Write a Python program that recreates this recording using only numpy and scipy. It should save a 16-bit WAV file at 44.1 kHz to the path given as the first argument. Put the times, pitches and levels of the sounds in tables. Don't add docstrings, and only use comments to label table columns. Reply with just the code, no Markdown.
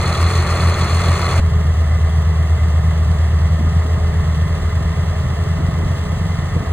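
import sys
import numpy as np
from scipy import signal
from scipy.fft import rfft, irfft
from scipy.io import wavfile

SR = 44100
rng = np.random.default_rng(int(sys.argv[2]) if len(sys.argv) > 2 else 0)


def pcm_store(signal):
    levels = np.round(np.clip(np.atleast_2d(signal), -1, 1) * 32767)
    wavfile.write(sys.argv[1], SR, levels.astype(np.int16).T)


N = 296352
T = np.arange(N) / SR
FREQS = np.maximum(np.fft.rfftfreq(N, 1 / SR), 1)
CUT_S, PACKED_S = 1.399, 3.41
CYLINDERS, BLADES = 6, 4
SHARED = np.array([[1], [0]])


def undb(db):
    return 10 ** (np.asarray(db) / 20)


def unit(x):
    return x / np.sqrt(np.mean(x ** 2))


def shape(points):
    hz, db = np.transpose(points)
    return undb(np.interp(np.log(FREQS), np.log(hz), db)) * np.minimum(1, hz[-1] / FREQS) ** 4


def colour(x, gain):
    return unit(irfft(rfft(x) * gain, N))


def noise():
    return rng.standard_normal((2, N))


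def walk(rate):
    times = T[::64]
    hz = np.fft.rfftfreq(len(times), times[1])
    spectrum = rfft(rng.standard_normal(len(times))) / (1 + (hz / rate) ** 4)
    return np.interp(T, times, unit(irfft(spectrum, len(times))))


def ring(x, modes):
    return sum(undb(db) * colour(x, 1 / (1 + 1j * (FREQS - hz) / (0.82 * width)) ** 2)
               for hz, width, db in modes)


# firing rate f/Hz, level/dB
REAR_RUNNING = [(80.8, -19.5), (87.78, -18), (85.1, -23)]
def steady():
    return [(np.full(N, hz), np.full(N, db)) for hz, db in REAR_RUNNING]


def shaft(hz, db, overtones, in_step_s, waver_db=1.35):
    count = np.cumsum(hz) / SR
    count -= np.interp(in_step_s, T, count)
    note = undb(db) * np.cos(2 * np.pi * count)
    steady_db = 0.21 * db + 0.86 * np.median(db)
    for order, order_db in overtones:
        angle = 2 * np.pi * (order * count + rng.random()) + 0.068 * order * walk(2.9)
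        note += undb(steady_db + order_db + waver_db * walk(3.1)) * np.cos(angle)
    return np.sqrt(2) * note, count


# multiple of the rate, relative level/dB from behind, relative level/dB alongside.
BLOWER_OVERTONES = [(1 / 2, -31, -33), (3 / 2, -12, -19.5), (2, -19, -14.5), (5 / 2, -18.5, -41),
                    (6, -41, -37), (8, -30, -37), (28 / 3, -33, -37), (14, -15.5, -38), (15, -19, -41),
                    (31 / 2, -26, -31.5), (51 / 2, -28, -40.5), (31, -25.5, -56)]
DRIVE_OVERTONES = [(1 / 2, -22, -22.5), (5 / 6, -40, -17.5), (3 / 2, -9, -12), (5 / 3, -40, -17),
                   (2, -17, -14.5), (5 / 2, -24, -24.5), (4, -28, -34), (5, -23.5, -32.5),
                   (20 / 3, -24, -39), (7, -29, -27), (15 / 2, -41, -22), (17 / 2, -27, -31.5)]
THIRD_OVERTONES = [(1 / 2, -18, -14), (2 / 3, -10, -3), (5 / 6, -19, -20), (7 / 6, -16, -12),
                   (3 / 2, -8.5, -16), (5 / 3, -17, -20), (7 / 4, -20, -10), (11 / 6, -20, -20),
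                   (2, -6, -12), (9 / 4, -24, -13)]
def drone(motions, in_step_s, column):
    notes, counts = 0, []
    for (hz, db), table in zip(motions, (BLOWER_OVERTONES, DRIVE_OVERTONES, THIRD_OVERTONES)):
        note, count = shaft(hz, db, [(row[0], row[column]) for row in table], in_step_s)
        notes += note
        counts.append(count)
    return notes * SHARED, counts


# f/Hz, relative level/dB
DRUM_SPECTRUM = [(15, -16), (30, -0.5), (50, 7), (75, 6.5), (105, -0.5), (130, 3), (175, 1.5), (215, -9.5),
                 (280, -14.5), (500, -38.5)]
def churning(beats, bite_db, patchy_db):
    bites_db = bite_db * np.cos(2 * np.pi * beats / 4) + patchy_db * walk(17)
    return colour(noise() * undb(bites_db), shape(DRUM_SPECTRUM))


def knock(firings, depth, fade, alike, uneven_db, scatter_db):
    index = np.floor(firings).astype(int)
    size_db = uneven_db * np.cos(4 * np.pi * index / CYLINDERS)
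    size_db += scatter_db * rng.standard_normal(2048)[index]
    flare = 1 + depth * undb(size_db) * np.exp(-(firings % 1) / fade)
    cycle = (firings + 0.006 * walk(4.7)) / CYLINDERS % 1
    grid = np.arange(3300) / 3300
    patterns = rng.standard_normal((2, len(grid)))
    repeated = unit(np.array([np.interp(cycle, grid, row) for row in patterns]))
    return (np.sqrt(alike) * repeated + np.sqrt(1 - alike) * noise()) * flare


# f/Hz, relative level/dB
REAR_RATTLE = [(200, -8), (280, -8.5), (400, 0.5), (520, -5.5), (620, -1.5), (880, -6.5), (1130, -1.5),
               (1350, -2.5), (1580, -13), (1850, -6.5), (2100, -10.5), (2500, -15.5), (3100, -21.5),
               (4500, -40)]
SIDE_RATTLE = [(200, -8.5), (310, -5.5), (450, -0.5), (540, -2), (660, 0.5), (890, -5.5), (1060, -1.5),
               (1230, -1), (1400, -8), (1570, -9.5), (1780, -4), (2060, -7), (2300, -18), (3500, -50.5)]
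def housing(engines, spectrum, **clatter):
    return colour(sum(knock(firings, **clatter) for firings in engines), shape(spectrum))


# f/Hz, nominal width/Hz, level/dB
BAY_MODES = [(3440, 150, -39.5), (4210, 230, -34.5), (6530, 270, -42.5)]
def engine_bay(drive):
    ticks = knock(drive / 2, depth=1.4, fade=0.35, alike=0.05, uneven_db=1.5, scatter_db=0)
    return ring(ticks, BAY_MODES) * undb(1.6 * walk(42))


# f/Hz, relative level/dB
REAR_HISS = [(1500, -3), (2700, 6), (3800, -6), (4600, 2.5), (5400, -0.5), (5900, -1.5), (7500, -4),
             (9000, -1.5), (10500, -10.5), (13000, -16), (15500, -15)]
SIDE_HISS = [(1500, -5.5), (2400, 2.5), (2700, 6.5), (3000, 2), (3350, 4.5), (3800, -0.5), (5500, -2.5),
             (7000, -4.5), (9000, -9), (10500, -13), (12500, -16), (15500, -17.5)]
def snow_and_valves(blower, drive, spectrum, blower_db, drive_db, tick_db, flutter_db, grain_db):
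    sizes = np.minimum(rng.exponential(size=N // 16 + 1), 4)
    grains = noise() * undb(grain_db * np.repeat(sizes, 16)[:N])
    valves_db = sum(db * (np.cos(np.pi * firings) + np.cos(2 * np.pi * firings))
                    for db, firings in ((blower_db, blower), (drive_db, drive)))
    firings_since_tick = (drive - 2.95) % CYLINDERS
    injector_db = tick_db * np.exp(-firings_since_tick / 0.49)
    return colour(grains, shape(spectrum)) * undb(valves_db + injector_db + flutter_db * walk(24))


# f/Hz, nominal width/Hz, level/dB
REAR_GEAR_MODES = [(362, 18, -51), (2086, 36, -40)]
SIDE_GEAR_MODES = [(1204, 18, -53), (1805, 25, -52.5), (2034, 12, -48.5), (3400, 230, -57)]
def gears(modes):
    return ring(noise(), modes)


# f/Hz, left lead/rad, likeness (0-1), left minus right/dB
REAR_PORTS = [(100, 0, 1, 2), (457, -.5, .98, -1), (900, 0, 0.99, 0.5), (1500, 0, 1, 0.5),
              (2110, 0.3, 0.83, 0), (2480, 1, 0, 0), (3000, 2, 0.83, -2), (3580, 0.96, 1, 1),
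              (4400, 1, 0.65, 1), (4930, 3.5, 0.9, -0.5), (6250, 4.5, 0.94, 0.5), (8150, 7, 1, 0.5),
              (10100, 7.5, 1, -1), (15500, 14.5, 1, 1)]
SIDE_PORTS = [(100, 0, 0.99, 2), (434, -1, 1, -1), (754, -0.77, 0.9, -2), (940, 0.76, 0.64, -8),
              (1340, -0.8, 1, 0.5), (1650, 0.5, 0.93, 1), (2075, 0, 0.98, -1), (2407, -3, 1, -0.5),
              (3470, -2, 0.39, -0.5), (3960, -5, 0.71, -2.5), (5480, -3, 1, -0.5), (7980, -0.5, 0.74, 0.5),
              (9600, 1, 1, -0.5), (15800, 7, 1, 0.5)]
def microphone(pair, ports):
    hz, *columns = np.transpose(ports)
    lead, likeness, pan_db = (np.interp(np.log(FREQS), np.log(hz), column) for column in columns)
    pan_db *= 1 - np.exp(-(FREQS / 250) ** 2)
    side = np.array([[1], [-1]])
    shared, apart = rfft(pair)
    both = np.sqrt(1 + likeness) * shared + side * np.sqrt(1 - likeness) * apart
    return irfft(both * np.exp(side * 1j * lead / 2) / np.sqrt(1 + undb(-2 * side * pan_db)), N)


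def from_behind():
    notes, (blower, drive, third_diesel) = drone(steady(), in_step_s=0.673, column=1)
    churn = undb(-29) * churning(third_diesel, bite_db=1.5, patchy_db=5.5)
    rattle = undb(-23.5 + 0.67 * walk(40)) * housing(
        [blower], REAR_RATTLE, depth=0.76, fade=0.22, alike=0.3, uneven_db=3.5, scatter_db=1.5)
    bay = engine_bay(drive)
    hiss = undb(-34) * snow_and_valves(
        blower, drive, REAR_HISS, blower_db=0.8, drive_db=0.8, tick_db=4, flutter_db=1.5, grain_db=2.5)
    return microphone(notes + churn + rattle + bay + hiss + gears(REAR_GEAR_MODES), REAR_PORTS)


# f/Hz, creep/(Hz/s), lag behind a surge/s, level/dB, swell in packed snow/(dB/s)
SIDE_RUNNING = [(78.75, .02, 0.412, -14.2, -3.6), (87.03, .115, 0, -22.6, 0.1), (90.79, 0.06, 0.42, -36, 0)]
# t/s, rise/Hz
GOVERNOR_SURGES = [(3.42, 1.5), (5.25, 1.5), (6.2, 1.5)]
def labouring(half_width_s=0.24):
    motions = []
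    for hz, creep, lag_s, db, swell in SIDE_RUNNING:
        surges = sum(rise * np.exp(-((T - s - lag_s) / half_width_s) ** 2) for s, rise in GOVERNOR_SURGES)
        motions.append((hz + creep * (T - CUT_S) + surges, db + swell * np.maximum(T - PACKED_S, 0)))
    return motions


def chug(rotor, hz=125, peak_db=-16.5, scatter_db=1, half_length_s=0.0062):
    turns = (rotor - 0.613) / BLADES
    nearest = np.round(turns).astype(int)
    away_s = (turns - nearest) / (np.gradient(turns) * SR)
    size = undb(peak_db + scatter_db * rng.standard_normal(512)[nearest])
    return -size * np.cos(2 * np.pi * hz * away_s) * np.exp(-(away_s / half_length_s) ** 2)


# t/s, relative level/dB
WHINE_SWELLS = [(1.42, -39.5), (1.61, -36), (1.66, -55), (2.11, -37), (2.6, -49), (3.0, -40), (3.6, -46.5),
                (3.8, -40), (3.98, -35.5), (4.3, -42), (4.6, -39.5), (5.2, -41), (5.3, -49), (5.42, -37),
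                (5.65, -47), (5.9, -50), (6.03, -37), (6.42, -48), (6.6, -39), (6.7, -37)]
def fan_whine(blower, order=16 / 3, gain_db=-0.5):
    db = gain_db + np.interp(T, *np.transpose(WHINE_SWELLS))
    return np.sqrt(2) * undb(db) * np.cos(2 * np.pi * order * blower)


def scrape(hz, spread, soft_hz):
    band = 1 / (1 + (np.log(FREQS / hz) / spread) ** 2) ** 1.5
    return colour(rng.standard_normal(N), band / (1 + (FREQS / soft_hz) ** 2))


# t/s, relative level/dB, thud f/Hz
LUMP_HITS = [(1.65, -8, 149), (3.593, -15.5, 228), (3.607, -10.5, 213), (3.645, -22, 270),
             (3.663, -13, 215), (3.719, -18, 139), (3.7625, -13, 155), (3.853, -14, 238),
             (3.933, -11.5, 160), (3.975, -4, 140), (4.2, -16, 205), (4.459, -6, 142), (4.807, -11.5, 215),
             (5.297, -9, 140), (5.33, -11, 165), (5.586, -13.5, 255), (5.604, -17, 320), (5.63, -11.5, 140),
             (5.686, -3.5, 159), (5.793, -18, 316), (5.832, -10.5, 200), (5.862, -14, 160),
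             (5.905, -11.5, 147), (5.966, -23, 288), (6.128, -6.5, 148), (6.17, -16, 230), (6.21, -7, 150),
             (6.386, -14, 142), (6.561, -6.5, 160), (6.563, -16.5, 300), (6.604, -10, 141),
             (6.623, -16, 275)]
def lumps(crumb_hz=290, crumb_db=-12.5, wall_hz=650, wall_db=-14.5, attack_s=0.0027):
    crumbs = undb(crumb_db) * scrape(crumb_hz, spread=0.98, soft_hz=1200)
    out = np.zeros(N)
    for s, db, hz in LUMP_HITS:
        age = np.maximum(T - s, 0)
        blow_fade, crumb_fade, wall_fade = (
            undb(-60 * np.minimum(age / t60_s, 2)) for t60_s in (0.048, 0.066, 0.061))
        hardness = hz / crumb_hz
        blow = blow_fade * np.sin(2 * np.pi * hz * age)
        burst = crumb_fade * hardness * crumbs
        wall = wall_fade * undb(wall_db) * hardness ** 2 * np.sin(2 * np.pi * wall_hz * age)
        out += undb(db) * (1 - np.exp(-age / attack_s)) * (blow + burst + wall)
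    return out


# t/s, level/dB, 60 dB fading time/s
SLAB_SLIDES = [(3.6, -32.5, 0.25), (5.755, -31.5, 0.95), (6.53, -31, 0.53)]
def slabs(attack_s=0.006):
    push = np.zeros(N)
    for s, db, t60_s in SLAB_SLIDES:
        age = np.maximum(T - s, 0)
        push += undb(db - 60 * age / t60_s) * (1 - np.exp(-age / attack_s))
    return push * scrape(hz=360, spread=0.85, soft_hz=1500)


def alongside():
    notes, (blower, drive, rotor) = drone(labouring(), in_step_s=2.53, column=2)
    load_db = 1.5 * np.clip((T - PACKED_S) / 0.6, 0, 1)
    churn = undb(load_db - 26.5) * churning(rotor, bite_db=1, patchy_db=1.8)
    rattle = undb(0.23 * load_db - 32) * housing(
        [blower, drive], SIDE_RATTLE, depth=0.46, fade=0.35, alike=0.32, uneven_db=1.5, scatter_db=1.4)
    hiss = undb(0.092 * load_db - 40) * snow_and_valves(
        blower, drive, SIDE_HISS, blower_db=0.4, drive_db=0.2, tick_db=3.5, flutter_db=0.5, grain_db=0.9)
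    thuds = (chug(rotor) + lumps() + slabs()) * SHARED
    gearing = gears(SIDE_GEAR_MODES) + fan_whine(blower) * SHARED
    return microphone(notes + churn + rattle + hiss + thuds + gearing, SIDE_PORTS)


def scene():
    cut = np.clip((T - CUT_S) / 0.0013, 0, 1)
    return (1 - cut) * from_behind() + cut * alongside()


def record(dry):
    return signal.sosfilt(signal.ellip(8, 0.2, 70, 15800, fs=SR, output="sos"), dry)


dry = scene()
out = record(dry)
pcm_store(out)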